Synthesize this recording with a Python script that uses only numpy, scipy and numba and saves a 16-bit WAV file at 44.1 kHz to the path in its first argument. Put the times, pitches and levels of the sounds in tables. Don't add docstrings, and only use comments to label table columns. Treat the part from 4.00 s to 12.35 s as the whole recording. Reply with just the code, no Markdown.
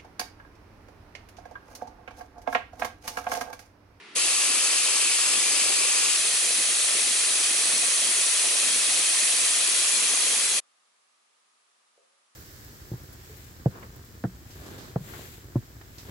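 import sys
import numpy as np
from scipy import signal
from scipy.fft import rfft, irfft, next_fast_len
from scipy.io import wavfile
from numba import njit

SR = 44100
rng = np.random.default_rng(int(sys.argv[2]) if len(sys.argv) > 2 else 0)


def inscribe(sig):
    pcm = np.round(np.clip(np.atleast_2d(sig).T, -1, 1) * 32767)
    wavfile.write(sys.argv[1], SR, pcm.astype(np.int16))


N = 368235
TIME = np.arange(N) / SR
FFT_SIZE = next_fast_len(N + SR)
HZ = np.maximum(np.arange(FFT_SIZE // 2 + 1) * SR / FFT_SIZE, 1)
WATER_ON_S, SHIFT_S, LEAN_S, WATER_OFF_S = .156, 2.166, 5.65, 6.596
CUTOFF_HZ = 11080

# frequency_hz, relative_db
HUSH_SPECTRUM = [(35, -71), (60, -41), (115, -15), (178, -12), (409, -1.5), (543, -17), (957, -9),
                 (1510, -8), (2100, -4.5), (4600, -14.5), (8840, -30), (9860, -22), (11000, -35),
                 (14300, -67), (22000, -120)]
QUIET_SPECTRUM = [(24, -65), (40, -30), (172, -27), (228, -11.5), (262, -19), (429, -12.5), (687, -9),
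                  (1130, -7), (1240, -10), (1600, -8.5), (1840, -9), (2560, -9.5), (7380, -12),
                  (11000, -13), (14300, -45), (22000, -120)]
# frequency_hz, side_gain_db
HUSH_SIDE = [(60, -14), (300, -18), (700, -5), (11000, -3)]
QUIET_SIDE = [(100, -9), (400, 2.5), (11000, -1.5)]
# centre_hz, bandwidth_hz, mid_db, side_db
WHIRR_BAND = [(1230, 160, 9, 6)]
# pitch_hz, relative_db, t60_s
BODY_MODES = [(420, -7.5, .08), (510, -1, 0.085), (554, -4.5, .17), (675, -5, .06)]
# start_s, gain_db
IMPACTS = [(7.977, -55.5), (8.108, -70)]
# frequency_hz, gain_db
SPRAY_SPECTRUM = [(190, -29.5), (370, -5.5), (800, -3.5), (1800, -2.5), (3300, -4), (5800, -4.0),
                  (8000, -4.0), (11000, -3.0)]
# time_s, strength_db
SPLASH_TREND = [(0.2, -25.5), (0.29, -24.5), (6.19, -23), (6.57, -24.5)]
# centre_s, length_s, depth_gain_db
AIR_GULPS = [(1.37, .13, 7), (2.63, .17, 1), (3.08, 0.1115, 6.5), (3.71, 0.12, 8), (4.98, 0.15, 1.5),
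             (5.69, .18, 4), (6.02, .11, 3.5), (6.37, .11, 4)]
# centre_s, length_s, depth_loss_db
AIR_LULLS = [(.79, .1, 8.5), (1.19, .07, 18.5), (2.17, 0.12, 11.5), (2.37, 0.063, 13), (2.86, 0.11, 16),
             (4.31, 0.078, 17), (5.16, .08, 10), (5.35, 0.053, 8), (5.5, .06, 5.5), (5.85, .07, 10.5)]
# frequency_hz, gain_db
WATER_COLOUR = [(30, -63), (70, -55.5), (100, -57.2), (140, -44), (180, -42), (240, -30), (450, -28.5),
                (900, -31.0), (1200, -27), (1550, -28.5), (2400, -20.5), (5200, -22), (8000, -20),
                (11000, -17)]
# centre_hz, bandwidth_hz, mid_db, side_db
BESIDE_MODES = [(225.6, 30, -4, -8), (624, 33, -1.5, -2), (1134, 160, 3.5, -10.5), (2100, 135, -2.5, -0.5),
                (2380, 51, 3.5, 0), (2650, 203, 4.5, -2.5), (3030, 79, -3.5, 3.5), (3070, 44, 7.5, -2),
                (4475, 190, 6.5, 3.5), (5150, 270, 0.5, 10), (5780, 135, 1, 4), (6500, 280, 7.5, -2),
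                (6990, 86, -2, -6), (7930, 694, 6.5, 3), (9300, 456, 2.5, -3), (9880, 239, 4.5, -3.5)]
ABOVE_MODES = [(214, 40.4, -0.5, -7), (324, 40, -1, -4.5), (690, 78, 3, 5), (845, 55, -2.5, 2.5),
               (1860, 89.3, 3.5, 2.5), (2310, 213, -1.9, -4), (2515, 68, 4, 1.5), (2900, 166, -2.5, 0.7),
               (3280, 130, 3, -4), (3570, 64, -8, 6), (4290, 150, 4.5, -4.5), (5420, 116, -7, -2.5),
               (5630, 460, 3, -2.5), (6330, 292, 2.0, -1), (7530, 172, -3.5, 3.5), (7550, 101, 3.5, -3.5),
               (7860, 197, 2, 1), (8560, 176, 1.5, -0.5), (9070, 215, 2.5, 0), (9340, 250, 3, -1.5)]
LEANING_MODES = [(344, 32, -4, -5), (850, 47, -3.5, 3), (1346, 129, -1.5, -4.5), (2193, 130, -4, -3),
                 (2945, 126, -6, -0.5), (3310, 170, 3.5, 0), (3600, 68, -9.5, -0.5), (3980, 93, -8, 8),
                 (4140, 104, 5, -2), (4920, 59.4, -9.5, -5), (5470, 65, -3.5, -3), (6510, 170, 4, 4),
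                 (6800, 114, -1, -0.5), (7446, 110, -1.5, 0), (8060, 96, -3.5, -1.4), (8380, 178, 5, 0),
                 (8640, 209, -7.5, 0.5), (9140, 124, -4, -4.5)]
# frequency_hz, side_gain_db
BESIDE_SIDE = [(30, 13), (120, -14), (400, -14), (1000, -5), (3500, -3.5), (7000, -4.5), (11000, -2.5)]
ABOVE_SIDE = [(30, -2.5), (120, -17), (400, -14), (1000, -7.0), (3500, -2.4), (7000, -2), (11000, -7.5)]
LEANING_SIDE = [(30, -2.5), (120, -18.5), (400, -15), (1000, -7), (3500, -3), (7000, -4), (11000, -7.5)]
# frequency_hz, lead_rad
BESIDE_LEAD = [(600, 0.042), (1200, 0.81), (2000, 0.27), (3400, 0.9), (5000, 1.39), (7200, 1.6),
               (11000, 1.35)]
OVER_LEAD = [(600, -0.16), (1200, 0.47), (2000, 0.11), (3400, 0.97), (5000, 0.43), (7200, 0.04),
             (11000, 0.53)]


def from_db(db):
    return 10 ** (np.asarray(db) / 20)


def unit_rms(x):
    return x / np.sqrt(np.mean(x ** 2) + 1e-20)


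def over_hz(points):
    hz, values = np.transpose(points)
    return np.interp(np.log(HZ), np.log(hz), values)


def filtered(x, response):
    return irfft(rfft(x, FFT_SIZE) * response, FFT_SIZE)[..., :N]


def resonances(modes):
    return sum(np.outer([mid_db, side_db], 1 / (1 + (2 * (HZ - hz) / bandwidth_hz) ** 2))
               for hz, bandwidth_hz, mid_db, side_db in modes)


def left_right(mid_side, pan_db=0):
    mid, side = mid_side
    return np.array([mid + side, mid - side]) * from_db([[pan_db / 2], [-pan_db / 2]])


def fade_in(centre_s, length_s):
    return np.clip((TIME - centre_s) / length_s + .5, 0, 1)


def drift(rate_hz):
    return unit_rms(filtered(rng.standard_normal(FFT_SIZE), 1 / (1 + (HZ / rate_hz) ** 2)))


def humps(events):
    return sum(db * .5 ** np.minimum((2 * (TIME - centre_s) / length_s) ** 2, 20)
               for centre_s, length_s, db in events)


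def reverberate(x, t60_s, wet_db):
    t = TIME[:SR // 2]
    tail = rng.standard_normal((2, len(t))) * from_db(-60 * t / t60_s) * (t > .004)
    tail /= np.sqrt(np.sum(tail ** 2, axis=1, keepdims=True))
    wet = from_db(wet_db)
    return filtered(x, 1 + wet * rfft(tail, FFT_SIZE)) / np.sqrt(1 + wet ** 2)


def room_tone(colour_db, width):
    gain = from_db(colour_db + np.outer([0, 1], over_hz(width)))
    return unit_rms(left_right(filtered(rng.standard_normal((2, N)), gain)))


def knock(start_s, gain_db):
    age = np.maximum(TIME - start_s, 0)
    body = sum(from_db(db - 60 * age / t60_s) * np.sin(2 * np.pi * hz * age)
               for hz, db, t60_s in BODY_MODES)
    radiated = signal.sosfilt(signal.butter(2, [370, 800], "band", fs=SR, output="sos"), body)
    return from_db(gain_db) * reverberate(radiated, t60_s=0.56, wet_db=0.5)


@njit
def ring_bubbles(start, phase_step, amplitude, cycles, rise, bearing, length):
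    out = np.zeros((2, length))
    for k in range(len(start)):
        life = int(cycles[k] * 2 * np.pi / phase_step[k])
        decay = np.exp(-np.log(1000) / life)
        envelope, phase = amplitude[k], 0.
        for i in range(min(life, length - start[k])):
            phase += phase_step[k] * (1 + rise[k] * i / life)
            pressure = envelope * np.sin(phase)
            out[0, start[k] + i] += pressure
            out[1, start[k] + i] += pressure * bearing[k]
            envelope *= decay
    return out


def bubbles(per_s, low_hz, high_hz, cycles, rise, spread_db):
    start = np.flatnonzero(rng.random(N) < per_s / SR)
    pitch, strength, lifetime, climb, place, sign = rng.random((N, 6))[start].T
    hz = low_hz + pitch * (high_hz - low_hz)
    strength_db = spread_db * np.minimum(-np.log(1 - strength), 4)
    amplitude = np.sqrt(hz) * from_db(strength_db) * np.sign(sign - .5)
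    ring_cycles = cycles * (.5 + lifetime)
    bearing = np.sqrt(3) * (2 * place - 1)
    cloud = ring_bubbles(start, 2 * np.pi * hz / SR, amplitude, ring_cycles, rise * 2 * climb, bearing, N)
    cloud = signal.sosfilt(signal.butter(3, 0.77 * low_hz, "high", fs=SR, output="sos"), cloud)
    return unit_rms(cloud) * np.sqrt((high_hz - low_hz) / (SR / 2))


def splash():
    spray = filtered(rng.standard_normal((2, N)), from_db(over_hz(SPRAY_SPECTRUM)))
    fizz = bubbles(per_s=6500, low_hz=3209, high_hz=10996, cycles=140, rise=0.0099, spread_db=1.5)
    plinks = bubbles(per_s=1500, low_hz=995, high_hz=3217, cycles=65, rise=0.032, spread_db=2.5)
    ringing = reverberate(from_db(-3.0) * fizz + from_db(-3.5) * plinks, t60_s=0.27, wet_db=-5.5)
    trend = np.interp(TIME, *np.transpose(SPLASH_TREND))
    swell_db = .8 * (trend - trend.mean())
    wobble_db = .1 * drift(rate_hz=50)
    return (spray + ringing) * from_db(swell_db + wobble_db)


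def air_pockets():
    churn = 2.5 * drift(rate_hz=7.4)
    depth = churn + humps(AIR_GULPS) - humps(AIR_LULLS)
    gurgle = bubbles(per_s=380, low_hz=328.5, high_hz=970, cycles=8.7, rise=.15, spread_db=3.0)
    glug = bubbles(per_s=130, low_hz=125, high_hz=274.5, cycles=8.1, rise=.12, spread_db=2.0)
    heave = filtered(rng.standard_normal((2, N)), HZ / (HZ + 25) / (1 + (HZ / 170) ** 4))
    gurgle *= from_db(-2.0 + 0.098 * depth + 0.73 * drift(rate_hz=5))
    glug *= from_db(0.8 * depth)
    pockets = reverberate(gurgle + glug, t60_s=0.16, wet_db=-9.5)
    heave *= from_db(-0.5 + 1.2 * depth + 2.2 * drift(rate_hz=7.95))
    return pockets + heave


def heard_from(water, modes, width, lead, gain_db, treble_db, pan_db):
    colour_db = gain_db + over_hz(WATER_COLOUR) + treble_db * HZ / CUTOFF_HZ + resonances(modes)
    mid_side = filtered(water, from_db(colour_db + np.outer([0, 1], over_hz(width))))
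    left, right = left_right(mid_side, pan_db)
    return np.array([filtered(left, np.exp(1j * over_hz(lead))), right])


def bath():
    water = splash() + air_pockets()
    beside = heard_from(water, BESIDE_MODES, BESIDE_SIDE, BESIDE_LEAD,
                        gain_db=1.02, treble_db=-2.5, pan_db=1.45)
    above = heard_from(water, ABOVE_MODES, ABOVE_SIDE, OVER_LEAD,
                       gain_db=-0.92, treble_db=1.24, pan_db=.5)
    leaning = heard_from(water, LEANING_MODES, LEANING_SIDE, OVER_LEAD,
                         gain_db=-0.1, treble_db=1.26, pan_db=0.8)
    shifted, leant = fade_in(SHIFT_S, .004), fade_in(LEAN_S, .4)
    over_tub = (1 - leant) * above + leant * leaning
    return (1 - shifted) * beside + shifted * over_tub


def scene():
    on, off = fade_in(WATER_ON_S, .013), fade_in(WATER_OFF_S, .016)
    hush = from_db(-48.5) * room_tone(over_hz(HUSH_SPECTRUM), HUSH_SIDE)
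    quiet = from_db(-67.0) * room_tone(over_hz(QUIET_SPECTRUM) + resonances(WHIRR_BAND), QUIET_SIDE)
    knocks = sum(knock(start_s, gain_db) for start_s, gain_db in IMPACTS)
    return (1 - on) * hush + on * (1 - off) * bath() + off * quiet + knocks


def record(dry):
    loss_db = np.clip((HZ - CUTOFF_HZ + 80) / 4, 0, 90)
    return filtered(dry, from_db(-loss_db))


dry = scene()
out = record(dry)
inscribe(out)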